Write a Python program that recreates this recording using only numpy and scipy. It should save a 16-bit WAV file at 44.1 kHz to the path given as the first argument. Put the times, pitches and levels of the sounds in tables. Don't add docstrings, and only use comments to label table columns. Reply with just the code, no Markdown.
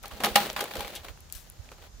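import sys
import numpy as np
from scipy import signal
from scipy.fft import rfft, irfft
from scipy.io import wavfile

SR = 44100
rng = np.random.default_rng(int(sys.argv[2]) if len(sys.argv) > 2 else 0)


def invert_db(x):
    u = np.asarray(x, float) / 20
    return 10 ** u


def put_to_file(sound):
    columns = np.atleast_2d(sound).T
    safe = np.clip(columns, -1, 1)
    whole_steps = np.round(safe * 32767)
    wavfile.write(sys.argv[1], SR, whole_steps.astype(np.int16))


N = 88200

# (frequency [Hz], level [dB])
RUSTLE_SPECTRUM = [(150, -9), (300, -9), (600, -4), (900, -12), (1530, -12.5), (4320, -13.5), (5150, -20.5),
                   (14000, -26.5), (16000, -18.5)]
BOTH_SIDES = np.array([[1], [-1]])
TIME_S = np.arange(N) / SR


def in_time(points):
    s, db = np.transpose(points)
    return np.interp(TIME_S, s, db)


def at_hz(points, hz):
    point_hz, value = np.transpose(points)
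    return np.interp(np.log(np.maximum(hz, 1)), np.log(point_hz), value)


def rms_one(x):
    return x / np.sqrt(np.mean(x ** 2) + 1e-20)


def drift(rate_hz):
    r = np.exp(-80 * np.pi * rate_hz / SR)
    slow = signal.lfilter([1], [1, -2 * r, r * r], rng.standard_normal(N // 40 + 2002))
    slow = slow[2000:]
    return np.interp(np.arange(N) / 40, np.arange(len(slow)), rms_one(slow))


def filtered(x, order, hz, kind):
    return signal.sosfilt(signal.butter(order, hz, kind, fs=SR, output="sos"), x)


def panned(left_right_db):
    return invert_db(left_right_db / 2 * BOTH_SIDES)


def coloured(spectrum, alike=1, lean=0):
    # (frequency [Hz], likeness [0-1])
    likeness = [(150, 1), (500, 0.81), (2000, 0.43), (5000, 0.13), (12000, 0.08)]
    # (frequency [Hz], left-right [dB])
    side_lean = [(200, 0.5), (1300, -2), (4400, 2.5), (8000, -1), (15000, 15.5)]
    hz = np.arange(N // 2 + 1) * SR / N
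    gain = invert_db(at_hz(spectrum, hz)) * (hz > 0.8 * spectrum[0][0])
    c = np.clip(alike * at_hz(likeness, hz), 0, 1)
    mid, side = rfft(rng.standard_normal((2, N)), axis=1) * gain
    sides = np.sqrt(1 + c) * mid + np.sqrt(1 - c) * side * BOTH_SIDES
    return rms_one(irfft(sides * panned(lean * at_hz(side_lean, hz)), N, axis=1))


def burst(s, hold_ms, die_ms, rise_ms):
    t_ms = (TIME_S - s) * 1000
    rise = np.clip(t_ms / rise_ms + 1, 0, 1) ** 2
    return rise * np.exp(-np.maximum(t_ms - hold_ms, 0) / die_ms)


def bed(force, spread_db):
    # (frequency [Hz], level [dB], T60 [s])
    modes = [(624, -5, .07), (694, -17, .15), (813, 0, .14), (1010, -11, .1), (1243, -9, .1),
             (1384, -17, .1), (1875, -10, .1), (2356, -13, .1), (2860, -9, .05), (3230, -10, .06),
             (4200, -12, .08), (500, -16, .08)]
    out = 0
    for k, (hz, db, t60) in enumerate(modes):
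        r, w = invert_db(-60 / (t60 * SR)), 2 * np.pi * hz / SR
        caught = force * invert_db(db + spread_db * drift(6.1)) + 1e-18
        ring = signal.lfilter([0.5, 0, -0.5], [1, -2 * r * np.cos(w), r * r], caught)
        out = out + (-1) ** k * ring * invert_db(rng.normal(0, 1) * BOTH_SIDES)
    return out


def yard():
    # (frequency [Hz], density [dB per Hz])
    spectrum = [(76, 2), (130, 5), (285, -7), (1710, -12.5), (2090, -17.5), (7010, -12), (8230, -22.5),
                (14800, -23), (16000, -58.5)]
    return invert_db(-56.5 + drift(8.2)) * coloured(spectrum, alike=0.32)


def wind():
    # (frequency [Hz], density [dB per Hz])
    spectrum = [(12, -55.5), (20, -28), (38, 10), (62, 4.5), (95, 1.5), (200, -42), (260, -60), (440, -120)]
    # (time [s], level [dB])
    gust_points = [(0, -8), (.5, -4.5), (.75, -18), (1.0, -1), (1.5, -5), (2, -5.5)]
    # (time [s], peak [dB], frequency [Hz])
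    puff_events = [(0.037, -42, 50.3), (0.139, -34, 59.6), (.32, -34, 71), (0.791, -29.5, 67),
                   (.85, -36.5, 50), (1.109, -32.5, 66.6), (1.362, -34.5, 53.7), (1.6, -30, 79.4),
                   (1.995, -46, 48.7)]
    gust = in_time(gust_points)
    lump_db, puff_cycles = 1.5, 0.73
    left_db = -49 + gust + lump_db * drift(4.1)
    right_db = -47.5 + gust + lump_db * drift(3.7)
    rumble = coloured(spectrum, alike=0.72) * invert_db([left_db, right_db])
    puffs = 0
    for s, db, hz in puff_events:
        t = TIME_S - s
        puffs = puffs + invert_db(db) * np.exp(-(t * hz / puff_cycles) ** 2) * np.sin(2 * np.pi * hz * t)
    return rumble + puffs * np.array([[0], [1]])


def drag():
    # (time [s], level [dB])
    slide = [(0, -70.5), (.04, -48.5), (.19, -48), (.3, -36.5), (.345, -41), (.42, -31.5), (.51, -38.5),
             (.55, -47.5), (.6, -40.5), (.68, -45.5), (.78, -43), (.93, -43), (1.02, -52), (1.095, -50.5),
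             (1.13, -62), (1.76, -61.5), (1.86, -53), (1.91, -77)]
    grains_per_s, grain_db, smooth_db, ring_db = 1500, 2.2, -2, -41
    sizes = invert_db(grain_db * np.minimum(rng.exponential(1, N), 3))
    hit = rng.random(N) < grains_per_s * invert_db(1.5 * drift(25)) / SR
    grain = rms_one(signal.lfilter([1], [1, -0.985], sizes * hit))
    force = invert_db(in_time(slide)) * np.sqrt(grain ** 2 + invert_db(2 * smooth_db))
    rustle = force * coloured(RUSTLE_SPECTRUM, lean=0.95)
    return rustle + invert_db(ring_db) * bed(force * rng.standard_normal(N), 1)


def loose_end_noise():
    common, apart = rng.standard_normal((2, N))
    return common + 0.45 * apart * BOTH_SIDES


def ticks():
    # (time [s], peak [dB], length [ms], centre [Hz], left-right [dB])
    tick_events = [(.030, -34, 0.8, 10000, 12), (0.081, -31.5, 0.96, 13000, 13),
                   (0.53, -37, 1.3, 13000, 3.0), (0.53, -33, 1.0, 12800, 3.0), (0.61, -23.5, 1.4, 12000, 7),
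                   (0.64, -26, 2.9, 12000, 4), (1.205, -37.5, 1.3, 14000, 8),
                   (1.3245, -23.5, 0.46, 8900, 16.5), (1.5, -27, 0.37, 12500, 10),
                   (1.334, -38, 0.57, 7100, 11), (1.351, -36, 0.53, 8700, 8), (1.174, -42, 2.96, 1140, 2),
                   (1.174, -48, 1.5, 12000, 5), (1.293, -50, 1, 12000, 8), (1.473, -48, 1.2, 12000, 7),
                   (1.717, -41, 1.3, 4400, 0), (.3565, -16, 4.4, 5600, -1), (1.3, -36.5, 1.5, 3700, 0),
                   (.847, -31, 1.1, 2400, -2), (0.5, -21, 1.8, 3000, 0), (1.473, -44, 1, 3000, 1),
                   (1.655, -50, 2, 2700, 0), (1.521, -49, 2.3, 11730, 13), (1.69, -37.5, 1.7, 1500, -9)]
    tick_db, octaves = -8.5, 1.74
    white = loose_end_noise()
    out = 0
    for s, db, ms, hz, pan_db in tick_events:
        edges = np.clip(hz * 2 ** (octaves * np.array([-0.5, 0.5])), 500, 19000)
        band = rms_one(filtered(white, 2, edges, "band"))
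        out = out + invert_db(db + tick_db) * burst(s, ms, 0.2, 0.12) * band * panned(pan_db)
    return out


def knocks():
    # (time [s], peak [dB], contact length [ms], brightness [dB], ring [dB])
    knock_events = [(0.035, -34, 2.7, 10, 0), (0.056, -29.5, 3.4, 7.5, 2.5), (0.113, -33, 3.5, -3, -4),
                    (0.203, -23, 4.3, 0, 3.5), (0.2365, -9, 1.94, 3.5, 0.5), (0.2415, -8, 2.75, 0.5, -1),
                    (0.2465, -9, 2.7, 5, 0), (0.252, -16, 2.6, 3, -4), (0.258, -12.5, 2.3, 7.5, -6),
                    (0.265, -16.5, 2.9, -9, -2), (0.272, -25, 2.4, -9, -8), (0.357, 1, 4.64, 4, 1),
                    (0.370, -15, 3, -9, 11), (0.384, -26, 3.4, -9, -1.5), (0.402, -17, 4.66, 2.5, -5),
                    (0.563, -15.5, 5, -2.5, -3), (0.575, -25, 2.75, 0, 0), (0.591, -21.5, 4.1, 1, 5),
                    (0.605, -18, 2.8, 4, -15), (0.6085, -14, 3.14, 4, -1.5), (0.64, -20, 3.1, -3, -4),
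                    (0.655, -25, 2.8, -11, -11), (0.68, -30, 2.8, -4, -5), (0.709, -25, 6.5, -4, -10),
                    (0.737, -23.5, 3.1, 1, 0), (0.754, -23, 3.8, 6.5, -13), (0.768, -22, 2.83, 4, -8),
                    (0.793, -27, 3.7, 6, 7), (0.806, -19.5, 3.9, 4, 1), (0.847, -23, 1.86, -14, 1),
                    (0.873, -25.5, 1.3, -1, -8), (0.879, -26, 2.55, 6, -6), (1.045, -31, 7.1, 4.5, -13),
                    (1.084, -28, 3.9, -2, -16), (1.717, -33, 2.3, -1, -13), (1.781, -43, 3.2, -3, 3),
                    (1.821, -39.5, 2.2, 2.5, -8), (1.84, -40, 1.9, -1, -2), (1.866, -39, 1.2, 3, -5)]
    # (frequency [Hz], level [dB])
    contact = [(150, -70), (450, -20), (800, -0.5), (2000, -2), (2900, -4.5), (4600, -11.5), (8500, -18.5),
               (12000, -14), (16000, -27)]
    knock_db, ring_level_db, tail_db, tail_t60_s = -12.5, -18.5, -3, 0.14
    low, high, blows = np.zeros((3, N))
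    for s, db, ms, bright_db, ring_db in knock_events:
        shape = invert_db(db + knock_db) * burst(s, ms, 0.57, 0.63)
        low += shape
        high += invert_db(bright_db) * shape
        blows[int((s + ms / 2000) * SR)] = invert_db(db + ring_db + ring_level_db)
    chatter = invert_db(2.5 * signal.lfilter([0.3], [1, -0.955], rng.standard_normal(N)))
    crack = rms_one(chatter) * coloured(contact, lean=0.79)
    treble = filtered(crack, 2, 2500, "high")
    r = invert_db(-60 / (tail_t60_s * SR))
    tail = np.sqrt(signal.lfilter([SR ** -0.5], [1, -r * r], low ** 2))
    scatter = filtered(coloured(RUSTLE_SPECTRUM, alike=0.87, lean=0.96), 2, 620, "high")
    return (crack - treble) * low + treble * high + invert_db(tail_db) * tail * scatter + bed(blows, 2.2)


def narrow_rings():
    # (time [s], level [dB], hold [ms], dying [ms], frequency [Hz], width [Hz])
    ring_events = [(0.041, -42.5, 7.1, 6.6, 1170, 278), (0.203, -37.5, 19, 40, 440, 253),
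                   (0.25, -31.5, 17.5, 23, 407, 162), (0.358, -18, 3.6, 2.4, 2900, 300),
                   (0.11, -48, 11, 13, 1155, 300), (0.362, -30, 4, 3.6, 744, 403),
                   (0.569, -38.5, 14, 22, 1240, 403), (0.953, -44, 8, 4.5, 2900, 900),
                   (1.05, -51, 9.5, 42, 470, 138.9), (.612, -37, 15, 25, 490, 178.7),
                   (.755, -37, 9.9, 49, 505, 185.2), (0.961, -36, 2.2, 13, 3270, 686),
                   (1.718, -46.5, 3.3, 10.0, 540, 190)]
    out = 0
    for s, db, ms, die_ms, hz, width_hz in ring_events:
        edges = [hz - width_hz / 2, hz + width_hz / 2]
        band = filtered(rng.standard_normal(N), 1, edges, "band")
        out = out + invert_db(db) * burst(s, ms, die_ms, 4.5) * rms_one(band)
    return out


def booms():
    # (time [s], level [dB])
    swells = [
        (0.165, -52),
        (0.244, -33),
        (.362, -32.5),
        (0.573, -51),
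        (0.744, -47.5),
        (0.808, -47.5),
    ]
    hz, t60_s, rise_ms = 210.3, 0.37, 21
    out = 0
    for s, db in swells:
        swell = invert_db(db) * burst(s, 0, t60_s * 1000 / np.log(1000), rise_ms)
        out = out + swell * np.sin(2 * np.pi * hz * (TIME_S - s))
    return out


def brushes():
    # (start [s], level [dB], hold [ms], dying [ms], lowest frequency [Hz], left-right [dB])
    sweeps = [
        (0.952, -39.5, 7.7, 8.6, 2560, 9.5),
        (1.326, -45, 9.2, 11, 2500, 11),
        (1.35, -45, 6.7, 50, 1510, 8.5),
    ]
    white = loose_end_noise()
    out = 0
    for s, db, ms, die_ms, hz, pan_db in sweeps:
        hiss = rms_one(filtered(white, 2, hz, "high"))
        out = out + invert_db(db + 1.9 * drift(170)) * burst(s, ms, die_ms, 2.0) * hiss * panned(pan_db)
    return out


def scene():
    return yard() + wind() + drag() + ticks() + knocks() + narrow_rings() + booms() + brushes()


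def band_limit(x):
    return signal.sosfilt(signal.butter(12, 16820, fs=SR, output="sos"), x)


def record(dry):
    headroom, cutoff_hz = 0.95, 15900
    soft = headroom * np.tanh(dry / headroom)
    low_pass = signal.cheby2(12, 60, cutoff_hz + 600, fs=SR, output="sos")
    mix = signal.sosfilt(low_pass, soft)
    return band_limit(mix)


dry = scene()
out = record(dry)
put_to_file(out)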